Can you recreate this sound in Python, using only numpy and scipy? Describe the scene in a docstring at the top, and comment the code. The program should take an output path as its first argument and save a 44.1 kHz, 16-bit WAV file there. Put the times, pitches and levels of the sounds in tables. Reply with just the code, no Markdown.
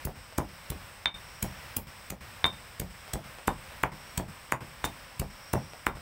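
"""Room hiss and faint insects, and at once a stone pestle pounding fresh stalks in a stone mortar.
About three blows a second: noise bursts crunch the stalks, damped board modes thump the wooden floor.
Some blows reach the stone and excite modes of bowl and pestle, a knock or a clink; small taps fall between.
Trills are narrow noise on a rising carrier; one faint tone swells late. The whole level dips around most blows."""
import sys
import numpy as np
from scipy import signal
from scipy.fft import rfft, irfft, next_fast_len
from scipy.io import wavfile
from scipy.ndimage import uniform_filter1d, map_coordinates

SR = 44100
rng = np.random.default_rng(int(sys.argv[2]) if len(sys.argv) > 2 else 0)


def bounce(signal):
    """Save signal as a 16-bit WAV file at the path given by the first command-line argument."""
    frames = np.transpose(np.atleast_2d(signal))
    limited = np.clip(frames, -1, 1)
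    pcm = np.round(limited * 32767).astype(np.int16)
    wavfile.write(sys.argv[1], SR, pcm)


N = 265305

# background spectrum: (frequency [Hz], relative level [dB])
HISS_COLOUR = [(20, 3.5), (100, 1.5), (200, -7.5), (340, -13), (450, -11.5), (530, -5), (680, -8),
               (1000, -5), (2300, -7), (4200, -16), (6500, -22.5), (12000, -24.5), (15500, -20.5)]
# insect bands: (centre [Hz], half-width [Hz], level [dB])
CHORUS_BANDS = [(5276, 390, -61.5), (8220, 460, -62)]
# rising trills of the nearest insect: (start [s], end [s], level [dB])
INSECT_TRILLS = [(1.156, 1.642, -58.5), (3.909, 4.321, -60.5), (5.218, 5.851, -59)]
# pestle blows: (time [s], force [dB], crunch [dB], crunch brightness above 10 kHz [dB], whole-level dip [dB])
PESTLE_BLOWS = [(0.0533, -21, -18.5, 10.5, 5.5), (0.3828, -20.5, -22.5, 3, 3),
                (0.704, -25.5, -24, 7.5, 1.5), (1.0589, -25.5, -24.5, -10, 14.5),
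                (1.4288, -25, -20, 5.5, 0), (1.769, -25, -10, 10, 8), (2.1047, -21, -16, 0.5, 11.5),
                (2.443, -24, -45, 10, 4), (2.8005, -24, -22.5, 4.5, 3), (3.137, -21, -20, -0.5, 5),
                (3.4778, -24, -21, 5, 1), (3.835, -22.5, -17, 1, 9), (4.1784, -19.5, -17, 1, 6),
                (4.5225, -20, -10, 1, 13.5), (4.844, -29.5, -32, -8, 0.5), (5.1989, -22, -22, 2, 3),
                (5.5353, -20, -21, 4.5, 0.5), (5.8674, -23, -16, 3, 7)]
# pestle scrapes down the mortar wall: (time [s], level [dB])
WALL_SCRAPES = [(2.463, -34.5), (4.8535, -30.5)]
# crushed-stalk spectrum: (frequency [Hz], relative level [dB])
CRUNCH_COLOUR = [(200, 17), (800, 5), (2500, 8), (5500, 3), (8000, 11), (10500, 3), (15000, 4.5),
                 (17000, 11)]
# floorboard modes: (frequency [Hz], relative level [dB], t60 [s])
BOARD_MODES = [(42, -1, 0.12), (68, 3, 0.054), (124.4, -1.5, 0.088), (185.9, -9.5, 0.19),
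               (314.3, -14, 0.079), (391, -10.5, 0.1)]
# spectrum of the mortar landing on the boards: (frequency [Hz], relative level [dB])
CLUNK_COLOUR = [(40, -9), (150, 5.5), (300, 3), (500, 0.5), (850, -4.5), (1300, -10.5), (2000, -13),
                (4000, -77)]
# small taps of the hands between blows: (time [s], relative level [dB])
HAND_TAPS = [(0.325, -33), (3.079, -29.5), (3.386, -29.5), (3.721, -35), (5.735, -28), (5.971, -31)]
# tap spectrum: (frequency [Hz], relative level [dB])
TAP_COLOUR = [(100, -15), (550, 12.5), (1200, 3.5), (3000, -1.5), (8000, -20), (16000, -22)]
# pestle reaches the stone: (time [s], knock [dB], ring [dB], contact sharpness [Hz])
STONE_KNOCKS = [(0.3849, -10, -57, 670), (1.0577, 2.5, -7.5, 6200), (2.4426, -6, -14.5, 2700),
                (2.4535, -10.5, -39, 1730), (3.4803, -6.5, -42, 1040), (3.8364, 2, -60, 2230),
                (4.5223, 5, -41, 2400), (4.842, -12, -33.5, 1850), (5.5373, -11, -66, 750),
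                (5.867, 0, -41, 2440)]
# modes of the mortar's hollow: (frequency [Hz], relative level [dB], t60 [s])
BOWL_MODES = [(299, -5.5, 0.016), (1007, 0, 0.0087), (1445, 3, 0.0059), (2230, 5, 0.0027),
              (3000, -10.5, 0.0084)]
# pestle modes: (frequency [Hz], relative level [dB], t60 [s])
PESTLE_MODES = [(1860, -25, 0.046), (2095, -7.5, 0.026), (2283, -14.5, 0.12), (3160, -17.5, 0.097),
                (3610, 1, 0.093), (3606, -13.5, 0.22), (3690, -7, 0.15), (3660, -15.5, 0.24),
                (4460, -31, 0.11), (8150, -25, .03), (9060, -20, 0.018)]
# faint background tone: (start [s], end [s], frequency [Hz], level [dB])
FAINT_TONE = (5, 5.5, 998, -61)
# spectrum of the walls' answer: (frequency [Hz], relative level [dB])
WALL_COLOUR = [(40, -11), (150, -5), (400, -5), (580, 2), (830, 3.5), (1300, -7), (2500, -7.5),
               (5000, -7.5), (15000, -13.5)]
# room decay: (frequency [Hz], t60 [s])
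ROOM_DECAY = [(60, 0.46), (160, 0.32), (420, 0.15), (1100, 0.18), (3000, 0.17), (8000, 0.12), (15000, 0.2)]

TOP_HZ = 15750  # band limit
TRILL_FROM_HZ, TRILL_TO_HZ = 5490, 5630  # every trill rises alike
CRUSH_S, BREAK_S, SCRAPE_S = 0.0016, 0.00073, 0.0064  # half-lengths: cushioned, clean through, scrape
BARE_HZ = 1500  # sharper stone contacts have gone clean through the stalks
USUAL_FORCE_DB = -24  # reference force for push and hop
PUSH_S, PUSH_SHORTENS_DB_PER_DB = 0.0016, 0.63  # half-length of a usual push; shortening with force
SWAY_BUILD_S = 0.0029
FLIGHT_S, FLIGHT_GROWS_DB_PER_DB = 0.0175, 0.29  # mortar's hop after a usual blow; growth with force
REBOUND_DB, REBOUND_GROWS_DB_PER_DB = -23.5, 2.02  # relative landing level; growth with force
DIP_AHEAD_S, DIP_HOLD_S = 0.0087, 0.083  # dip starts before the blow, outlasts its main contact


def amp(db):
    """Amplitude factor of a level in dB."""
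    return 10 ** (np.asarray(db) / 20)


def unit(x):
    """x at rms 1."""
    return x / np.sqrt(np.mean(x ** 2) + 1e-20)


def along(points, hz):
    """(Hz, value) points interpolated on a log-frequency axis."""
    f, v = np.transpose(points)
    return np.interp(np.log(hz + 1), np.log(f + 1), v)


def filtered(x, response):
    """x times a zero-phase response of frequency."""
    size = next_fast_len(len(x) + 8192)
    spectrum = rfft(x, size) * response(np.fft.rfftfreq(size, 1 / SR))
    return irfft(spectrum, size)[:len(x)]


def coloured(x, points):
    """x shaped by (Hz, dB) points."""
    return filtered(x, lambda hz: amp(along(points, hz)))


def pulse(points, size=2048):
    """Minimum-phase pulse with this spectrum, peak 1."""
    hz = np.fft.rfftfreq(size, 1 / SR)
    cepstrum = irfft(np.log(amp(along(points, hz))))
    # fold the cepstrum onto positive time: causal, energy earliest
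    cepstrum[1:size // 2] *= 2
    cepstrum[size // 2 + 1:] = 0
    shape = irfft(np.exp(rfft(cepstrum)))
    return shape / np.abs(shape).max()


def wobble(rate_hz):
    """Smooth random curve, rate_hz knots a second."""
    knots = rng.standard_normal(int(N * rate_hz / SR) + 4)
    return map_coordinates(knots, [np.arange(N) * rate_hz / SR])


def add(track, start_s, sound):
    """Mix a sound into the track from start_s."""
    i = max(round(start_s * SR), 0)
    track[i:i + len(sound)] += sound[:max(len(track) - i, 0)]


def ring(modes, scatter_db, detune):
    """A third of a second of damped modes, level and pitch scattered at each call."""
    t = np.arange(SR // 3) / SR
    total = np.zeros(len(t))
    for hz, db, t60 in modes:
        envelope = amp(db + scatter_db * rng.normal() - 60 * t / t60)
        mode_hz = hz * (1 + detune * rng.normal())
        total += envelope * np.sin(2 * np.pi * mode_hz * t)
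    return total


def in_room(sound, wet_db, gap_s=0.0029, build_s=0.002):
    """The sound plus the walls' answer: fresh decaying noise that builds up after a short gap."""
    hz, t, noise = signal.stft(rng.standard_normal(SR // 4), SR, nperseg=256)
    decay = amp(-60 * t / along(ROOM_DECAY, hz)[:, None])
    tail = signal.istft(noise * decay, SR, nperseg=256)[1]
    age = np.maximum(np.arange(len(tail)) / SR - gap_s, 0)
    tail = coloured(tail / np.linalg.norm(tail), WALL_COLOUR) * (1 - np.exp(-age / build_s))
    return sound + amp(wet_db) * signal.fftconvolve(sound, tail)[:len(sound)]


def hiss(level_db=-48.5, waver_db=-1.0):
    """Steady room background: coloured noise with a slight waver."""
    noise = unit(coloured(rng.standard_normal(N), HISS_COLOUR))
    return amp(level_db + waver_db * wobble(4.837)) * noise


def noise_band(centre_hz, width_hz):
    """Noise in a Gaussian band, rms 1."""
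    noise = rng.standard_normal(N)
    return unit(filtered(noise, lambda hz: np.exp(-.5 * ((hz - centre_hz) / width_hz) ** 2)))


def insects(trill_width_hz=110):
    """Distant chorus in two wavering noise bands; a nearer insect's trills swell and rise."""
    t = np.arange(N) / SR
    out = np.zeros(N)
    for hz, width_hz, db in CHORUS_BANDS:
        out += amp(db + 0.83 * wobble(4.4)) * noise_band(hz, width_hz)
    for start, end, db in INSECT_TRILLS:
        progress = np.clip((t - start) / (end - start), 0, 1)
        pitch_hz = TRILL_FROM_HZ + (TRILL_TO_HZ - TRILL_FROM_HZ) * progress
        carrier = np.sin(2 * np.pi * np.cumsum(pitch_hz) / SR)
        trill = unit(carrier * noise_band(0, trill_width_hz))
        out += amp(db) * np.sin(np.pi * progress) * trill
    return out


def breaks_through(blow_s):
    """Whether the blow at blow_s ends in a sharp contact of bare stone."""
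    return any(abs(at - blow_s) < .02 and sharp_hz > BARE_HZ for at, _, _, sharp_hz in STONE_KNOCKS)


def crushes(scrape_bright_db=1.0):
    """(s, half-length s, dB, brightness dB) of stalks giving way under blows and scrapes."""
    events = []
    for s, _, db, bright_db, _ in PESTLE_BLOWS:
        half_s = BREAK_S if breaks_through(s) else CRUSH_S
        events.append((s, half_s, db, bright_db))
    return events + [(s, SCRAPE_S, db, scrape_bright_db) for s, db in WALL_SCRAPES]


def crunch(lead_s=.03, touch_db=-14, touch_ahead_s=0.0049, squelch_db=-26, squelch_life_s=0.0072,
           grain_db=4, wet_db=3):
    """Plant cells burst in a dense crackle: first touch, the crush itself, wet squelch."""
    out = np.zeros(N)
    t = np.arange(SR // 4) / SR - lead_s
    for s, half_s, db, bright_db in crushes():
        crush = np.exp(-.5 * (t / half_s) ** 2)
        touch = amp(touch_db) * (t > -touch_ahead_s) * (t < 0)
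        squelch = amp(squelch_db) * (t > 0) * np.exp(-np.abs(t) / squelch_life_s)
        # uneven grain levels make the noise crackle
        cells = rng.standard_normal(len(t)) * amp(grain_db * rng.standard_normal(len(t)))
        colour = [(hz, level + 0.5 * rng.normal() + bright_db * (hz > 10000))
                  for hz, level in CRUNCH_COLOUR]
        burst = unit(coloured(cells, colour)) * (crush + touch + squelch)
        add(out, s - lead_s, in_room(amp(db) * burst, wet_db))
    return out


def thump(push_db=1, push_lag_s=0.00099, sway_db=-1.5, wet_db=1):
    """The cushioned blow pushes the mortar down; the boards swing back and sway in damped modes."""
    lead_s = .01
    out = np.zeros(N)
    t = np.arange(SR // 3) / SR - lead_s
    for s, db, *_ in PESTLE_BLOWS:
        # a harder push is shorter
        half_s = PUSH_S * amp(-PUSH_SHORTENS_DB_PER_DB * (db - USUAL_FORCE_DB))
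        body = -amp(push_db) * np.exp(-.5 * ((t - push_lag_s) / half_s) ** 2)
        build = 1 - np.exp(-(t + lead_s) / SWAY_BUILD_S)
        sway = amp(sway_db) * build * ring(BOARD_MODES, scatter_db=2.5, detune=0.028)
        add(body, lead_s + push_lag_s, sway)
        add(out, s - lead_s, in_room(amp(db) * body, wet_db))
    return out


def flight_s(force_db):
    """Seconds until the mortar lands again: a harder blow makes it hop longer."""
    return FLIGHT_S * amp(FLIGHT_GROWS_DB_PER_DB * (force_db - USUAL_FORCE_DB))


def rebounds():
    """(s, relative dB) of the mortar rocking back onto the boards after each blow."""
    return [(s + flight_s(force_db), REBOUND_DB + REBOUND_GROWS_DB_PER_DB * (force_db - USUAL_FORCE_DB))
            for s, force_db, *_ in PESTLE_BLOWS]


def dead_knocks(events, colour, gain_db, wet_db):
    """Short dead contacts, one coloured pulse each, that the room fills out."""
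    out = np.zeros(N)
    shape = np.pad(pulse(colour), (0, SR // 5))
    for s, db in events:
        add(out, s, in_room(amp(db + gain_db) * shape, wet_db))
    return out


def stone(knock_wet_db=-1, ring_wet_db=-2):
    """Stone meets stone: paste between dulls the knock, bare contact sets the pestle ringing."""
    out = np.zeros(N)
    for s, hit_db, clink_db, sharp_hz in STONE_KNOCKS:
        # neighbouring bowl modes swing in opposite directions
        hollow = sum((-1) ** k * ring([mode], scatter_db=0.5, detune=0.033)
                     for k, mode in enumerate(BOWL_MODES))
        # a shorter contact reaches higher and carries less bass
        knock = signal.lfilter(*signal.butter(2, min(sharp_hz, SR / 3), fs=SR), hollow)
        knock = signal.lfilter(*signal.butter(1, sharp_hz / 4, "high", fs=SR), knock)
        add(out, s, in_room(amp(hit_db) * knock / np.abs(knock).max(), knock_wet_db))
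        clink = -amp(clink_db) * ring(PESTLE_MODES, scatter_db=0, detune=0.00023)
        add(out, s, in_room(clink, ring_wet_db))
    return out


def faint_tone():
    """A thin, distant sine swells and fades once."""
    start, end, hz, db = FAINT_TONE
    t = np.arange(N) / SR
    progress = np.clip((t - start) / (end - start), 0, 1)
    swell = np.abs(np.sin(np.pi * progress)) ** .5
    return amp(db) * swell * np.sin(2 * np.pi * hz * t)


def dips():
    """Gain that drops before a blow and returns a fixed time after bare contact or the mortar's landing."""
    t = np.arange(N) / SR
    db = np.zeros(N)
    for s, force_db, _, _, depth_db in PESTLE_BLOWS:
        contact_s = s if breaks_through(s) else s + flight_s(force_db)
        db -= max(depth_db, 0) * (t > s - DIP_AHEAD_S) * (t < contact_s + DIP_HOLD_S)
    return amp(uniform_filter1d(db, size=88))  # 2 ms edges


def scene():
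    """Background, pounding, small taps and tone, in one channel."""
    background = hiss() + insects()
    landings = dead_knocks(rebounds(), CLUNK_COLOUR, gain_db=1.5, wet_db=3)
    pounding = crunch() + thump() + landings
    taps = dead_knocks(HAND_TAPS, TAP_COLOUR, gain_db=-0.5, wet_db=1)
    return (background + pounding + taps + stone() + faint_tone())[None]


def record(dry, low_cut_hz=36):
    """The microphone loses the deepest bass; then the level dips and the band limit."""
    heard = signal.lfilter(*signal.butter(2, low_cut_hz, "high", fs=SR), dry[0])
    return filtered(heard * dips(), lambda hz: hz < TOP_HZ)[None]


dry = scene()
out = record(dry)
bounce(out)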